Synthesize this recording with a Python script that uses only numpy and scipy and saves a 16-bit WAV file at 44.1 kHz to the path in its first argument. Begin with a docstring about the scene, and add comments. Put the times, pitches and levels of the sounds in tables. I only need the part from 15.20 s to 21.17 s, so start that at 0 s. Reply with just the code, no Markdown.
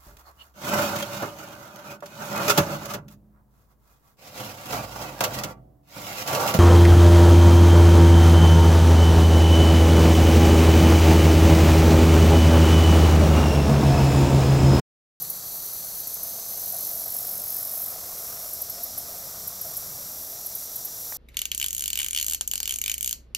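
"""A katydid ticks close to the microphone, then rasps its wings, over the shrill hiss of far ones.
Evening at the edge of a wood, one microphone, mono. One conehead katydid's wing buzz runs down and
stops while a second one's swells; a far cricket trills briefly. Far below them in pitch lie a croaking
murmur, perhaps of frogs, and soft rumbling air. At the very end something taps the camera once."""
import sys
import numpy as np
from scipy import signal
from scipy.fft import rfft, irfft
from scipy.io import wavfile

SR = 44100
rng = np.random.default_rng(int(sys.argv[2]) if len(sys.argv) > 2 else 0)


def unload_audio(sound):
    """Save the sound as a 16-bit wav file, at the path given as the first command line argument."""
    columns = np.transpose(np.atleast_2d(sound))
    # keep every value between -1 and 1, then stretch to whole-number steps
    steps = np.round(np.clip(columns, -1, 1) * 32767)
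    wavfile.write(sys.argv[1], SR, steps.astype(np.int16))


N = 263277
TIME = np.arange(N) / SR

# spectra of the still air, the blurred buzz of far insects and the low rumble: f/Hz, level/dB
AIR_SPECTRUM = [(20, -2.5), (45, -2), (60, -2.5), (110, -1), (170, -2), (300, -6), (500, -3), (800, -2.5),
                (1000, -9), (1600, -13), (2700, -19.5), (5000, -32.5), (16000, -46)]
FAR_BUZZ_SPECTRUM = [(2600, -26), (3300, -9), (3900, -3.5), (4600, -2), (5200, 0), (6200, -0.5),
                     (6800, -1.5), (7600, 2), (8300, -2), (10000, -7), (14000, -15.5)]
RUMBLE_SPECTRUM = [(40, -15), (80, -6.5), (120, 3), (180, 1.5), (260, -12.5), (500, -29)]
# rise and fall of the rumble: t/s, level/dB
RUMBLE_LEVEL = [(0, -52.5), (.5, -61.5), (2.2, -58), (3.2, -70), (3.8, -62.5), (4.75, -52.5), (5.1, -70)]
# far hums that come and go: f/Hz, top of the swell t/s, half length/s, level/dB
HUMS = [(81.5, 3.94, 1.5, -61.5), (257, 3.79, 0.18, -61)]

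# distant croaking murmur: t/s, lower resonance level/dB, upper resonance level/dB
MURMUR_LEVELS = [(0.0, -57, -56), (0.6, -57.5, -58.5), (1.49, -47.5, -58.5), (1.55, -48, -55),
                 (1.7, -50.5, -58), (3.19, -49, -52), (3.32, -48.5, -56.5), (4.62, -53.5, -54),
                 (5.11, -52.5, -60.5), (5.88, -59.5, -60.5)]
# its lower and upper throat resonances: f/Hz, level/dB
LOWER_THROAT_SPECTRUM = [(250, -49), (400, -12.5), (480, -8), (600, -4), (690, 2), (780, -9), (900, -23),
                         (1300, -25)]
UPPER_THROAT_SPECTRUM = [(800, -17.5), (1080, 1), (1250, 0.5), (1450, -3.5), (1700, -10.5), (2100, -10),
                         (3200, -23)]
# nearer croaks that stand out: t/s, level/dB
CROAKS = [(.355, -51), (1.15, -47.5), (1.541, -41), (2.755, -46), (3.949, -44), (4.46, -42.5)]

# dull spectrum of the tap on the camera: f/Hz, level/dB
TAP_SPECTRUM = [(100, -15), (400, -3), (900, -2), (1500, -5), (2500, 0), (3300, -29), (6000, -50)]

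# rise and fall of the far katydids: t/s, level/dB
CHORUS_LEVEL = [(0, -36), (.45, -34), (1, -34.5), (1.25, -34), (3.25, -35), (3.75, -38.5), (4.05, -37),
                (4.25, -36.5), (5.97, -36)]
# their hiss: f/Hz, level/dB
CHORUS_SPECTRUM = [(6000, -31), (8500, -19), (10000, -10.5), (11200, -7.5), (12500, -4), (13600, -3),
                   (14500, -9), (15800, -11.5)]

# wing beat of the two coneheads, the first running down, the second nearly steady: t/s, f/Hz
BEAT_FIRST = [(0, 170.36), (1, 170.18), (2, 169.9), (3, 168.85), (3.5, 168.2), (4, 167.3)]
BEAT_SECOND = [(2, 153.34), (3, 153.22), (4.3, 152.95)]
# their songs: t/s, level/dB, lift of odd overtones and dip of even ones/dB, ringing peak f/Hz
SONG_FIRST = [(0, -64.5, 13.5, 5980), (.88, -62.5, 12.5, 6030), (.98, -56, 3.5, 6060),
              (1.68, -55, 4.5, 5910), (2.1, -60.5, 1, 5620), (2.45, -68, -10.5, 5620),
              (3.1, -63.5, -4, 5620), (3.7, -61.5, 7.5, 5330), (3.95, -83, 2, 5280)]
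SONG_SECOND = [(0.8, -71, -4, 6710.0), (1.7, -59.5, -4.5, 6140.0), (2.35, -60, -6.5, 6500),
               (3.1, -59, 2.5, 5820.0), (3.7, -56, -1.3, 5830), (4.6, -55.5, 0, 5730),
               (5.2, -57, 2, 5780.0), (5.9, -56, 2, 5830)]
# their strong overtones: multiple of the beat, relative level/dB
OVERTONES_FIRST = [(25, -5), (26, -8), (27, -6.5), (30, 0.3), (33, -13), (34, -11.5), (35, -16.5), (36, -6),
                   (37, -11), (38, 2.5), (41, -4), (42, -6), (44, -3), (46, -1)]
OVERTONES_SECOND = [(28, -8.5), (34, 1), (36, -2.5), (37, -0.5), (38, -3.5), (39, -2.5), (41, -0.5),
                    (42, -6), (43, -2.5), (45, -4), (47, -4.5), (48, -10), (49, 0.5), (50, -3)]

# wing resonances of the near katydid: f/Hz, width/Hz, relative level/dB
WING_MODES = [(10600, 1300, -11), (11210, 340, -3), (11900, 420, 0), (12430, 440, 0), (13680, 650, -5),
              (14550, 900, -9)]
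# its single wing strokes: start t/s, level/dB
TICKS = [(.018, -26), (.097, -25.5), (.455, -35), (.533, -34), (.643, -34), (.797, -31), (.870, -28.5),
         (.938, -29), (1.028, -26.5), (1.121, -41), (3.330, -29), (3.414, -26.5), (3.495, -28.5),
         (3.631, -27), (3.776, -27), (4.272, -27.5), (4.410, -28), (4.565, -26), (5.258, -28.5),
         (5.349, -28), (5.555, -29), (5.647, -27)]


def amp(db):
    """Decibels to amplitude."""
    return 10 ** (np.asarray(db) / 20)


def unit(x):
    """Scales to rms 1."""
    return x / np.sqrt(np.mean(x ** 2) + 1e-20)


def curve(rows, column=1):
    """One column of a table, joined by straight lines in time."""
    rows = np.asarray(rows)
    return np.interp(TIME, rows[:, 0], rows[:, column])


def noise(spectrum):
    """Noise of rms 1 with the given spectrum."""
    hz, db = np.transpose(spectrum)
    bin_hz = np.fft.rfftfreq(2 * N, 1 / SR)
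    gain = amp(np.interp(np.log(bin_hz + 1), np.log(hz), db))
    return unit(irfft(rfft(rng.standard_normal(N), 2 * N) * gain)[:N])


def drift(rate):
    """A random wander of rms 1 that turns about rate times a second."""
    knots = rng.standard_normal(8192)
    return unit(np.interp(TIME * rate, np.arange(len(knots)), knots))


def tone(hz, waver, waver_rate):
    """A sine of rms 1 whose pitch wanders by the fraction waver."""
    turns = np.cumsum(hz * (1 + waver * drift(waver_rate))) / SR
    return np.sqrt(2) * np.sin(2 * np.pi * turns)


def swell(top_s, half_s):
    """A round-shouldered bell in time."""
    return np.exp(-np.minimum(abs((TIME - top_s) / half_s) ** 2.6, 50))


def foliage(x, t60, wet_db):
    """Leaves and trunks scatter a short tail of echoes toward the microphone."""
    t = TIME[:SR // 2]
    tail = rng.standard_normal(len(t)) * amp(-60 * t / t60)
    return x + amp(wet_db) * signal.fftconvolve(x, tail / np.linalg.norm(tail))[:N]


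def wood_ambience(air_db=-52, far_buzz_db=-45):
    """The bed of the place: still air, blurred far insects, a slow rumble and faint hums."""
    hums = sum(amp(db) * swell(top_s, half_s) * tone(hz, waver=.021, waver_rate=8)
               for hz, top_s, half_s, db in HUMS)
    rumble = amp(curve(RUMBLE_LEVEL)) * noise(RUMBLE_SPECTRUM)
    air = amp(air_db) * noise(AIR_SPECTRUM)
    insects = amp(far_buzz_db + .41 * drift(9.8)) * noise(FAR_BUZZ_SPECTRUM)
    return air + insects + rumble + hums


def frogs(calls_per_s=330, lower_trim_db=-.5, upper_trim_db=-1):
    """Overlapping far croaks ring two throat resonances; a few come from nearer."""
    calls = (rng.random(N) < calls_per_s / SR) * amp(1.5 * rng.standard_normal(N))
    call_power = signal.fftconvolve(calls ** 2, np.hanning(600), "same")
    lumps = unit(np.sqrt(abs(call_power)))
    lower = noise(LOWER_THROAT_SPECTRUM) * amp(curve(MURMUR_LEVELS) + lower_trim_db)
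    upper = noise(UPPER_THROAT_SPECTRUM) * amp(curve(MURMUR_LEVELS, column=2) + upper_trim_db)
    voice = tone(hz=670, waver=.08, waver_rate=300)
    nearer = voice * sum(amp(db) * swell(top_s, half_s=.014) for top_s, db in CROAKS)
    return lumps * (lower + upper) + foliage(nearer, t60=.15, wet_db=-7)


def far_cricket(pulse_hz=24.1, level_db=-56.5, end_s=.92, fade_s=.3):
    """A distant trill: short pulses of one slightly unsteady note, soon dying away."""
    pulses = unit(np.sin(np.pi * pulse_hz * TIME) ** 8)
    fade = np.clip((end_s - TIME) / fade_s, 0, 1)
    return amp(level_db) * fade * pulses * tone(hz=4370, waver=.012, waver_rate=150)


def camera_tap(at_s=5.923, level_db=-33, decay_s=.0031):
    """A light, dull knock on the camera that dies at once."""
    t = TIME - at_s
    return amp(level_db) * noise(TAP_SPECTRUM) * (t > 0) * np.exp(-abs(t) / decay_s)


def far_katydids(flutter_db=.75, waver_db=1.08):
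    """With distance, many rasps at different stroke rates merge into a fluttering hiss."""
    flutter = 0
    for stroke_hz in rng.uniform(30, 62, 8):
        turns = np.cumsum(stroke_hz * (1 + .0437 * drift(6.3))) / SR
        flutter += np.sin(2 * np.pi * (turns + rng.random()))
    hiss = noise(CHORUS_SPECTRUM)
    return hiss * amp(curve(CHORUS_LEVEL) + flutter_db * unit(flutter) + waver_db * drift(22.05))


def conehead(beat, song, overtones, throb_hz, throb_depth, peak_throb_depth,
             weak_db, peak_db, peak_width_hz, strong_fade_db, weak_fade_db):
    """A wing beat makes a comb of throbbing overtones that fade in and out through the leaves."""
    beat_hz = curve(beat)
    turns = np.cumsum(beat_hz * (1 + .00012 * drift(12))) / SR
    level_db, odd_db, peak_hz = curve(song), curve(song, column=2), curve(song, column=3)
    strong = {round(k): db for k, db in overtones}
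    buzz = np.zeros(N)
    for k in range(23, 58):
        fade_db = strong_fade_db if k in strong else weak_fade_db
        overtone_db = strong.get(k, weak_db) + fade_db * drift(1.3)
        # overtones at the ringing peak are louder and throb less
        ringing = np.exp(-((k * beat_hz - peak_hz) / peak_width_hz) ** 2)
        gain = amp(level_db + overtone_db + peak_db * ringing + (odd_db if k % 2 else -odd_db))
        depth = throb_depth + (peak_throb_depth - throb_depth) * ringing
        phase, lag = rng.random(2)
        throb = 1 + depth * np.cos(2 * np.pi * (throb_hz * TIME + lag))
        buzz += np.sqrt(2) * gain * throb * np.sin(2 * np.pi * (k * turns + phase))
    return buzz * amp(.5 * drift(11))  # the whole buzz wavers


def wing_strokes(strokes, rise_s, length_s, tooth_hz, uneven_db):
    """Each stroke drags the scraper over a file of teeth; every tooth kicks the wing's resonances."""
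    t = TIME[:int(3 * length_s * SR)]
    stroke_shape = np.minimum(t / rise_s, 1) * np.exp(-(t / length_s) ** 4)
    force = np.zeros(N)
    for start_s, db in strokes:
        span = force[round(start_s * SR):][:len(t)]
        span += amp(db + uneven_db * rng.standard_normal()) * stroke_shape[:len(span)]
    teeth_passed = np.floor(np.cumsum(tooth_hz * (1 + .2 * drift(700))) / SR)
    kicks = unit(np.diff(teeth_passed, prepend=0))
    scrape = unit(kicks + .8 * rng.standard_normal(N))
    wing = 0
    for hz, width_hz, db in WING_MODES:
        b, a = signal.iirpeak(hz, hz / width_hz, SR)
        ring = signal.lfilter(b, a, signal.unit_impulse(2048))
        wing += amp(db) * signal.lfilter(b, a, ring)  # filtered twice for steep sides
    return signal.fftconvolve(force * scrape, wing / np.linalg.norm(wing))[:N]


def near_katydid(rasp_from_s=1.2865, rasp_to_s=2.71, stroke_hz=47.45, swell_s=.21, release_s=.047,
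                 held_db=-28, ends_dip_db=5):
    """Close to the microphone, single wing strokes tick; a fast run of them swells into one rasp."""
    ticks = wing_strokes(TICKS, rise_s=.002, length_s=.0125, tooth_hz=1300, uneven_db=.1)
    starts = np.arange(rasp_from_s, rasp_to_s, 1 / stroke_hz)
    effort = np.clip(np.minimum((starts - rasp_from_s) / swell_s, (rasp_to_s - starts) / release_s), 0, 1)
    run = zip(starts, held_db - ends_dip_db * (1 - effort))
    rasp = wing_strokes(run, rise_s=.0038, length_s=.009, tooth_hz=1100, uneven_db=.6)
    return foliage(ticks, t60=.16, wet_db=-7.5) + foliage(rasp, t60=.08, wet_db=-5)


def scene():
    """Near and far meet in one microphone at the wood's edge; both channels carry the same signal."""
    first = conehead(BEAT_FIRST, SONG_FIRST, OVERTONES_FIRST,
                     throb_hz=48.25, throb_depth=.62, peak_throb_depth=.28, weak_db=-10.5,
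                     peak_db=18.5, peak_width_hz=347, strong_fade_db=.2, weak_fade_db=2.5)
    second = conehead(BEAT_SECOND, SONG_SECOND, OVERTONES_SECOND,
                      throb_hz=44.7, throb_depth=.44, peak_throb_depth=.4, weak_db=-14,
                      peak_db=7.5, peak_width_hz=170, strong_fade_db=.8, weak_fade_db=.5)
    insects = near_katydid() + far_katydids() + first + second + far_cricket()
    mono = insects + frogs() + wood_ambience() + camera_tap()
    return np.array([mono, mono])


def record(dry):
    """The recorder's band limit cuts the highest treble steeply."""
    lowpass = signal.firwin(1023, cutoff=15740, window=("kaiser", 9), fs=SR)
    return signal.oaconvolve(dry, lowpass[None], "same", axes=1)


dry = scene()
out = record(dry)
unload_audio(out)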